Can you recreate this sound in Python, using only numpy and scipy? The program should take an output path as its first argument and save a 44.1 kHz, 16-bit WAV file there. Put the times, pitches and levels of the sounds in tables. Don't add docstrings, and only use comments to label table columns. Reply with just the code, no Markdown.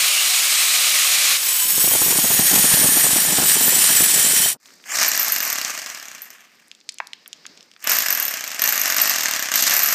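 import sys
import numpy as np
from scipy import signal
from scipy.fft import rfft, irfft
from scipy.io import wavfile

SR = 44100
rng = np.random.default_rng(int(sys.argv[2]) if len(sys.argv) > 2 else 0)


def transcribe(signal):
    frames = np.atleast_2d(signal).T
    limited = np.clip(frames, -1, 1)
    pcm = np.round(limited * 32767).astype(np.int16)
    wavfile.write(sys.argv[1], SR, pcm)


def convert_level_to_amplitude(level_db):
    exponent = np.asarray(level_db, float) / 20
    return 10 ** exponent


N = 438354
T = np.arange(N) / SR

# time_s, level_db
FREE_LEVEL = [
    (0, -16),
    (.1, -17),
    (.7, -16),
    (1.36, -15.5),
    (1.39, -27),
    (1.7, -31),
    (3, -30.5),
    (4.48, -31),
    (4.57, -89),
]
# freq_hz, level_db
FREE_COLOUR = [(24, -89), (40, -74), (154, -26.5), (438, -21.5), (740, -14.5), (973, -14), (1100, -6),
               (1520, -8), (2390, 0), (5300, -1.5), (8110, -3), (12400, -5.5), (14400, -3.5),
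               (15500, -19.5)]
# pitch_hz, width_hz, level_db
FREE_TONES = [(153, 6, -46.5), (585, 18, -37.5), (737, 16, -36), (1232, 20, -32.5), (2315, 230, -20),
              (4044, 250, -19), (6165, 50, -25.5), (6900, 30, -19), (8250, 400, -16)]
# time_s, length_s, pitch_hz, width_hz, level_db
GRAZE = (.17, 0.1, 2850, 200, -23.5)
# time_s, scrape_db, disc_song_db
CUT_LEVEL = [(1.36, -33, -37), (1.39, -25.5, -26), (1.5, -22.5, -18), (1.65, -25.5, -15), (2.2, -22.5, -13),
             (2.7, -20.5, -12.5), (3.05, -23, -12.5), (3.3, -23, -15.5), (3.9, -20.5, -13),
             (4.46, -21.5, -13.5), (4.53, -29, -23.5), (4.57, -74, -75)]
# freq_hz, level_db
SCRAPE_COLOUR = [(200, -25.5), (500, -18), (1350, -10.5), (2390, -5.5), (4070, -4.5), (6000, -4.5),
                 (9370, -3), (11000, -6), (13200, -4), (14800, -8), (15500, -28.5)]
# time_s, depth (0 to 1)
CUT_DEPTH = [
    (1.4, 0),
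    (2.0, 0.19),
    (2.6, .5),
    (3.2, .75),
    (3.7, .95),
    (4.5, 0.99),
]
# shallow_hz, deep_hz, width_hz, shallow_db, halfway_db, deep_db
DISC_NOTES = [(1100, 1090, 17, -18.5, -39.5, -39), (1768, 1780, 190, -21, -12.5, -13),
              (3144, 3070, 40, -11.5, -23, -12), (5570, 5680, 150, -11, -12.5, -10),
              (6580, 6700, 150, -11.5, -6, -20.5), (7050, 7220, 80, -12.5, -11.5, -6.5),
              (7960, 7760, 78, -2.5, -9.5, -2.5), (8420, 8700, 150, -9, -5, -1.9),
              (9600, 9380, 120, -6.5, -2.5, -5), (10400, 10250, 60, -3, -14.5, -25),
              (10430, 10620, 110, -24.5, -11, -3.5), (11720, 11480, 160, -1.5, -2.5, -11.5),
              (12700, 14000, 120, -14, -12.5, -9), (14420, 13900, 220, 1, -1.5, -1)]
# time_s, level_db
DUST_LEVEL = [
    (1.62, -58),
    (1.73, -38),
    (1.9, -39.5),
    (2.4, -32.5),
    (3.4, -33.5),
    (4.45, -38),
    (4.57, -58),
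]
# freq_hz, level_db
DUST_COLOUR = [(12, -50), (20, -26), (64, -28), (146, 0), (198, 0), (536, -6.5), (797, -5), (1230, -12),
               (1500, -13), (1950, -24.5), (3300, -120)]
# time_s, level_db
DUST_THUMPS = [(1.841, -18.5), (1.875, -21), (1.912, -16), (1.935, -16), (1.951, -18), (2.016, -15),
               (2.061, -22), (2.08, -21), (2.105, -18), (2.122, -20), (2.156, -24), (2.184, -26),
               (2.304, -23), (2.393, -16), (2.513, -23), (2.536, -24.5), (2.557, -20), (2.592, -21),
               (2.737, -16), (2.842, -16), (2.855, -23), (2.953, -27.5), (2.968, -21), (3.041, -25),
               (3.064, -19), (3.131, -18), (3.16, -17), (3.284, -24), (3.385, -17.5), (3.429, -17.5),
               (3.454, -21), (3.565, -20), (3.679, -18.5), (3.761, -24), (3.779, -24), (3.9, -22),
               (4.005, -16), (4.022, -19), (4.161, -24), (4.175, -26), (4.262, -28), (4.367, -28.5)]
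# time_s, peak_db, ring_db (chisel ring relative to the peak)
FIRST_BLOWS = [(4.9531, -11, -27), (4.9706, -8, -33), (4.9864, -5.5, -32), (5.0023, -7.5, -25),
               (5.015, -2.5, -27), (5.0295, -4, -17), (5.0453, -11.5, -7), (5.0624, -7, -11),
               (5.0803, -14, 2), (5.0974, -18, -12), (5.117, -4.5, -15), (5.136, -10.5, -12),
               (5.1547, -11, -8), (5.1757, -6, -8), (5.1958, -7, -4), (5.214, -7.5, -10), (5.2298, -17, 2),
               (5.2472, -10, -5), (5.2648, -11, -14), (5.2822, -7, -6), (5.301, -12, -10),
               (5.3216, -9.5, 5), (5.3414, -14, -14), (5.362, -7, -11), (5.3832, -12, -8),
               (5.404, -6.5, -12), (5.4282, -10.5, -5), (5.4506, -10, -6), (5.4763, -16, -6),
               (5.5007, -8, -10), (5.5276, -7, -11), (5.5563, -8.5, -17), (5.585, -7, -18),
               (5.6141, -7.5, -17), (5.648, -6, -30), (5.6794, -12.5, -19), (5.704, -11.5, -28),
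               (5.7393, -20, -28), (5.7487, -15, -27), (5.7764, -12, -29), (5.789, -19, -26),
               (5.818, -16, -28), (5.8611, -11.5, -33), (5.9003, -15, -30), (5.9253, -33, -22),
               (5.948, -14.5, -29), (5.973, -23, -22), (5.9983, -19, -25), (6.027, -19.5, -19),
               (6.055, -21, -25), (6.0839, -20.5, -20), (6.1154, -20, -26), (6.1494, -21, -17),
               (6.1816, -24, -25), (6.219, -27, 3.5), (6.255, -31, -6), (6.3039, -26, -10),
               (6.3378, -39, -9), (6.4063, -35, -13), (6.4475, -38, -27), (6.5533, -43, -18)]
# time_s, peak_db, ring_db (chisel ring relative to the
SECOND_BLOWS = [(7.8265, -26, -27), (7.8416, -16.5, -9), (7.8727, -2.5, -11), (7.8956, -7, -4),
                (7.9168, -4, -6), (7.9326, -9, -8), (7.9516, -7, -10), (7.967, -8.5, -7),
                (7.9862, -6.5, -6), (8.0044, -7, -12), (8.022, -9, -8), (8.063, -9.5, -8.5),
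                (8.0843, -7.5, -10), (8.104, -9, -2.5), (8.1256, -9.5, -3), (8.15, -11, -6),
                (8.174, -9, -8), (8.199, -9, -6.5), (8.2249, -10, -5), (8.2519, -9.5, -5),
                (8.2806, -10, -5), (8.3093, -16, -4), (8.3395, -8, -15), (8.3714, -12, -20),
                (8.394, -19, -19), (8.4085, -13, -15), (8.44, -10, -18), (8.4644, -20, -22),
                (8.4772, -14, -14), (8.5043, -15, -28), (8.5164, -13, -18), (8.5458, -13.5, -17),
                (8.5942, -7, -15), (8.6191, -4, -10), (8.639, -3, -9), (8.658, -9.5, -7), (8.6756, -4, -11),
                (8.6896, -7, -4), (8.7044, -18.5, -7.5), (8.7243, -5, -5), (8.7412, -11, -19),
                (8.7777, -5.5, -11), (8.7954, -13, -4), (8.815, -6.5, -6), (8.8351, -10.5, -12),
                (8.857, -5, -10), (8.878, -9, -6.5), (8.9005, -3, -13), (8.9229, -4.5, -16),
                (8.9448, -7, -18), (8.9654, -5, -6), (8.9832, -2, -21.5), (9, -3.5, -14.5), (9.016, -10, 3),
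                (9.0368, -6.5, -11), (9.056, -4, -17), (9.075, -5.5, -15), (9.0955, -6, -7),
                (9.117, -8, -21), (9.1384, -6, -18), (9.1605, -5.5, -16), (9.1838, -5, -16),
                (9.208, -5.5, -18), (9.234, -7, -13), (9.2576, -2, -27), (9.284, -3.5, -17),
                (9.311, -4, -17), (9.3366, -4.5, -22), (9.3624, -4, -24), (9.394, -6.5, -18),
                (9.4246, -5, -19), (9.457, -8.5, -27), (9.4866, -9, -21), (9.5175, -3, -22.5),
                (9.5395, -2, -14), (9.5568, -2.5, -5), (9.5763, -6, -11), (9.6078, -7.5, -9),
                (9.6243, -2, -8), (9.6382, -3.5, -18), (9.6667, -3, -9), (9.6817, -7, -18),
                (9.6955, -7, -3.5), (9.7368, -9, -3), (9.7496, -7, -19), (9.777, -16, -1),
                (9.8211, -9.5, -9), (9.8326, -7.5, -1), (9.8454, -14, -7), (9.902, -11, -10),
                (9.913, -20, 4),
                (8.7567, -9, -7), (9.592, -5.5, -17), (9.6516, -10.5, -14), (9.7087, -0.5, -15),
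                 (9.7227, -12.5, -3), (9.7657, -16, 9.5), (9.792, -7, -6), (9.8058, -18, -6),
                 (9.86, -15.5, 8.5), (9.873, -11, -3), (9.8872, -5, -9), (9.9257, -6, -6)]
# freq_hz, level_db
CRACK_COLOUR = [(59, -56), (100, -69), (530, -21.5), (1110, -9), (1730, 5.5), (2810, -7.5), (3850, -5.5),
                (6260, 7), (8580, -5.5), (9740, -15), (11100, -31), (12300, -3), (15500, -23)]
# pitch_hz, level_db, t60_s (time to fall 60 dB)
HOUSING_NOTES = [(295.5, -20, 0.038), (636, -16.5, 0.048), (1225, -20, 0.026), (1690, -10.5, 0.019),
                 (2790, -8, 0.026), (5260, -17, 0.018), (6560, -17.5, 0.0068)]
# pitch_hz, level_db, t60_s
CHISEL_NOTES = [
    (12100, -6.5, 0.047),
    (12230, -1.5, .009),
    (12700, -4.5, 0.0064),
    (11470, -9, 0.0066),
    (13340, -9.5, .006),
    (15360, -18, .015),
]
# time_s, dull_db, bright_db
MOTOR_LEVEL = [(4.6, -66, -63), (4.66, -56, -53), (4.83, -62, -58.5), (4.87, -39, -39.5),
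               (4.92, -26.5, -27.5), (4.97, -23, -19), (5.07, -21.5, -19.5), (5.1, -28, -25),
               (5.52, -29.5, -28), (5.75, -33.5, -33), (6.04, -43.5, -44), (6.3, -47.5, -49),
               (6.49, -54.5, -59), (6.82, -68.5, -68), (7.795, -64, -65), (7.805, -54, -51),
               (7.85, -35, -40), (7.9, -24, -22.5), (8.0, -27, -24.5), (8.15, -28.5, -28),
               (8.44, -35.5, -36), (8.58, -35, -35), (8.64, -28, -27), (8.78, -26.5, -25.5),
               (8.94, -29, -28.5), (9.0, -26, -23.5), (9.25, -29, -27.5), (9.5, -32, -32.5),
               (9.58, -30, -23.5), (9.72, -24, -22), (9.94, -25, -23.5)]
# freq_hz, level_db
MOTOR_COLOUR = [(35, -70), (60, -96), (220, -19), (453, -18), (705, -4.5), (953, -7.5), (1200, 0.5),
                (1380, -3), (1740, 4), (3270, 3.5), (6560, -1), (8670, -8.5), (9970, -18), (12300, -13.5),
                (15500, -16.5)]
# time_s, peak_db, pitch_hz
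CHIP_FALLS = [(4.658, -31.5, 3910), (4.686, -36, 2070), (4.705, -37, 1910), (4.8, -40, 2040),
              (4.84, -29.5, 2640), (6.682, -36, 7590), (6.715, -20, 4250), (6.75, -32, 4670),
              (6.804, -35, 4640), (6.812, -35, 3870), (6.883, -48, 4480), (6.891, -9, 4600),
              (6.894, -15, 5000), (6.922, -28, 5450), (6.943, -28, 7570), (6.985, -17, 4460),
              (7.002, -8.5, 1370), (7.071, -21.5, 6700), (7.133, -14, 3780), (7.26, -28, 2120),
              (7.278, -20, 12600), (7.33, -13.5, 4350), (7.454, -23.5, 1800), (7.465, -19.5, 4530),
              (7.575, -31, 3980), (7.608, -27, 4700), (7.628, -33, 4800), (7.715, -31, 4000),
              (7.737, -38, 4050), (7.764, -29.5, 2600), (7.804, -37, 6050), (7.827, -33, 12500)]
# time_s, level_db
AIR_LEVEL = [(4.56, -85), (4.62, -66), (4.7, -55.5), (5.3, -55), (6.8, -61), (7.1, -60), (7.5, -52),
             (7.8, -64)]
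# freq_hz, level_db
AIR_COLOUR = [(18, -48), (30, -32.5), (219, 8), (945, -4), (2240, -1), (3150, -6), (5040, 4.5), (8280, -18),
              (9940, -34), (12600, -25), (15500, -26)]


def rms_one(x):
    return x / np.sqrt(np.mean(x ** 2) + 1e-20)


def in_time(rows):
    times, *columns = np.transpose(rows)
    return [np.interp(T, times, column, left=-120, right=-120) for column in columns]


def coloured(spectrum):
    hz = np.fft.rfftfreq(N, 1 / SR) + 1
    table_hz, table_db = np.transpose(spectrum)
    gain = convert_level_to_amplitude(np.interp(np.log(hz), np.log(table_hz), table_db))
    return rms_one(irfft(rfft(rng.standard_normal(N)) * gain, N))


def drift(rate_hz):
    r = np.exp(-2 * np.pi * rate_hz / SR)
    noise = rng.standard_normal(N + SR)
    return rms_one(signal.lfilter([1], [1, -2 * r, r * r], noise)[SR:])


def sung(hz, width_hz):
    phase = 2 * np.pi * np.cumsum(hz * np.ones(N)) / SR
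    return drift(width_hz) * np.cos(phase) + drift(width_hz) * np.sin(phase)


def ring(x, hz, t60_s):
    r = convert_level_to_amplitude(-60 / (t60_s * SR))
    w = 2 * np.pi * hz / SR
    return signal.lfilter([0, np.sin(w)], [1, -2 * r * np.cos(w), r * r], x + 1e-18)


def puff(clicks, rise_s, fall_s):
    t = np.arange(SR // 10) / SR
    shape = (1 - np.exp(-t / rise_s)) ** 3 * np.exp(-t / fall_s)
    return np.maximum(signal.oaconvolve(clicks, shape / shape.max())[:N], 0)


def free_running():
    tones = np.zeros(N)
    for hz, width_hz, db in FREE_TONES:
        tones += convert_level_to_amplitude(db + 3 + 2.3 * drift(3.1)) * sung(hz, width_hz)
    rush = coloured(FREE_COLOUR) * convert_level_to_amplitude(0.8 * drift(40))
    return convert_level_to_amplitude(in_time(FREE_LEVEL)[0]) * (rush + tones)


def graze():
    at_s, length_s, hz, width_hz, db = GRAZE
    return convert_level_to_amplitude(db) * np.exp(-((T - at_s) / length_s) ** 2) * sung(hz, width_hz)


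def cutting():
    scrape_db, song_db = in_time(CUT_LEVEL)
    depth = np.interp(T, *np.transpose(CUT_DEPTH))
    chatter = drift(55)
    wander_hz = 40 * drift(4)
    song = np.zeros(N)
    for shallow_hz, deep_hz, width_hz, *depth_dbs in DISC_NOTES:
        hz = shallow_hz + (deep_hz - shallow_hz) * depth + wander_hz
        db = np.interp(depth, [0, 0.5, 1], depth_dbs) + 1.9 * drift(7.3)
        song += convert_level_to_amplitude(db) * sung(hz, 0.92 * width_hz)
    scrape = convert_level_to_amplitude(scrape_db + 3.5 + 1.54 * chatter) * coloured(SCRAPE_COLOUR)
    return scrape + convert_level_to_amplitude(song_db - 1.5 + 0.72 * chatter) * rms_one(song)


def grinder():
    notch_hz, notch_width_hz = 12360, 800
    notch = signal.iirnotch(notch_hz, notch_hz / notch_width_hz, SR)
    return signal.lfilter(*notch, free_running() + graze() + cutting())


def dust_buffet():
    level = convert_level_to_amplitude(in_time(DUST_LEVEL)[0])
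    times, thump_db = np.transpose(DUST_THUMPS)
    chance = rng.random(N) < 70 / SR
    puffs = level * chance * convert_level_to_amplitude(1.5 + 2.2 * rng.standard_normal(N))
    puffs[(times * SR).astype(int)] = convert_level_to_amplitude(thump_db - 4.5)
    return (0.61 * level + puff(puffs, 0.0009, 0.0037)) * coloured(DUST_COLOUR)


def chisel(strikes):
    shock = puff(strikes, 0.00069, 0.00086)
    shock = shock + convert_level_to_amplitude(-23) * puff(strikes, 0.0034, 0.02)
    out = np.zeros(N)
    for hz, db, t60_s in CHISEL_NOTES:
        out += convert_level_to_amplitude(db) * ring(shock * rng.standard_normal(N), hz, t60_s)
    return out


def hammer():
    times, peak_db, ring_db = np.transpose(FIRST_BLOWS + SECOND_BLOWS)
    at = ((times - 0.0007) * SR).astype(int)
    hits, strikes = np.zeros(N), np.zeros(N)
    hits[at] = convert_level_to_amplitude(peak_db)
    strikes[at] = convert_level_to_amplitude(peak_db + ring_db)
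    crack = convert_level_to_amplitude(-9) * puff(hits, 0.0007, 0.0010) * coloured(CRACK_COLOUR)
    rattle = convert_level_to_amplitude(-22) * puff(hits, 0.0023, 0.0093) * coloured(MOTOR_COLOUR)
    thud = sum(convert_level_to_amplitude(db) * ring(hits, hz, t60_s) for hz, db, t60_s in HOUSING_NOTES)
    return convert_level_to_amplitude(0.3) * crack + rattle + convert_level_to_amplitude(-12.5) * thud + convert_level_to_amplitude(-12) * chisel(strikes)


def hammer_motor():
    dull_db, bright_db = in_time(MOTOR_LEVEL)
    noise = coloured(MOTOR_COLOUR) * convert_level_to_amplitude(3.1 * drift(120))
    split_hz = 4000
    dull = signal.sosfilt(signal.butter(2, split_hz, fs=SR, output="sos"), noise)
    bright = signal.sosfilt(signal.butter(2, split_hz, "high", fs=SR, output="sos"), noise)
    return convert_level_to_amplitude(dull_db + 4.5) * rms_one(dull) + convert_level_to_amplitude(bright_db + 4.5) * rms_one(bright)


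def gear_whine():
    level_db = np.interp(T, [4.86, 4.92, 4.96, 5.0], [-55, -27, -33, -70], left=-120, right=-120)
    hz = np.interp(T, [4.87, 4.96], [6300, 8000])
    return convert_level_to_amplitude(level_db) * sung(hz, 150)


def falling_chips():
    out = np.zeros(N)
    t = np.arange(2000) / SR
    for start_s, peak_db, hz in CHIP_FALLS:
        loudness = np.exp(-t / 0.00023) + 0.18 * convert_level_to_amplitude(-60 * t / 0.02)
        burst = rng.standard_normal(len(t)) * loudness
        edges_hz = [hz / 1.78, min(hz * 1.61, 0.45 * SR)]
        tick = signal.sosfilt(signal.butter(3, edges_hz, "band", fs=SR, output="sos"), burst)
        i = int(start_s * SR)
        out[i:i + len(t)] += convert_level_to_amplitude(peak_db) * tick / np.abs(tick).max()
    return out


def basin(x):
    t = np.arange(SR // 2) / SR
    tail = rng.standard_normal(len(t)) * convert_level_to_amplitude(-60 * t / 0.48)
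    tail = tail * (t > 0.004)
    tail = signal.sosfilt(signal.butter(2, [500, 6000], "band", fs=SR, output="sos"), tail)
    return signal.fftconvolve(x, tail / np.linalg.norm(tail))[:N]


def open_air():
    last_s, last_db = AIR_LEVEL[-1]
    level_db = np.where(T > last_s, last_db, in_time(AIR_LEVEL)[0])
    return convert_level_to_amplitude(level_db + 1.5 * drift(12.5)) * coloured(AIR_COLOUR)


def scene():
    blows, falls = hammer(), falling_chips()
    echo = convert_level_to_amplitude(-10) * basin(blows + convert_level_to_amplitude(-10.5) * falls)
    heard = grinder() + blows + hammer_motor() + gear_whine() + falls + echo
    bass_cut = signal.butter(4, 137, "high", fs=SR, output="sos")
    mono = signal.sosfilt(bass_cut, heard) + dust_buffet() + open_air()
    return np.stack([mono, mono])


def roll_off(x):
    return signal.sosfilt(signal.butter(12, 16320, fs=SR, output="sos"), x)


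def record(dry):
    rounded = 1.16 * np.tanh(dry / 1.238)
    top_cut = signal.cheby2(12, 28, 15600, fs=SR, output="sos")
    return roll_off(signal.sosfilt(top_cut, rounded))


dry = scene()
out = record(dry)
transcribe(out)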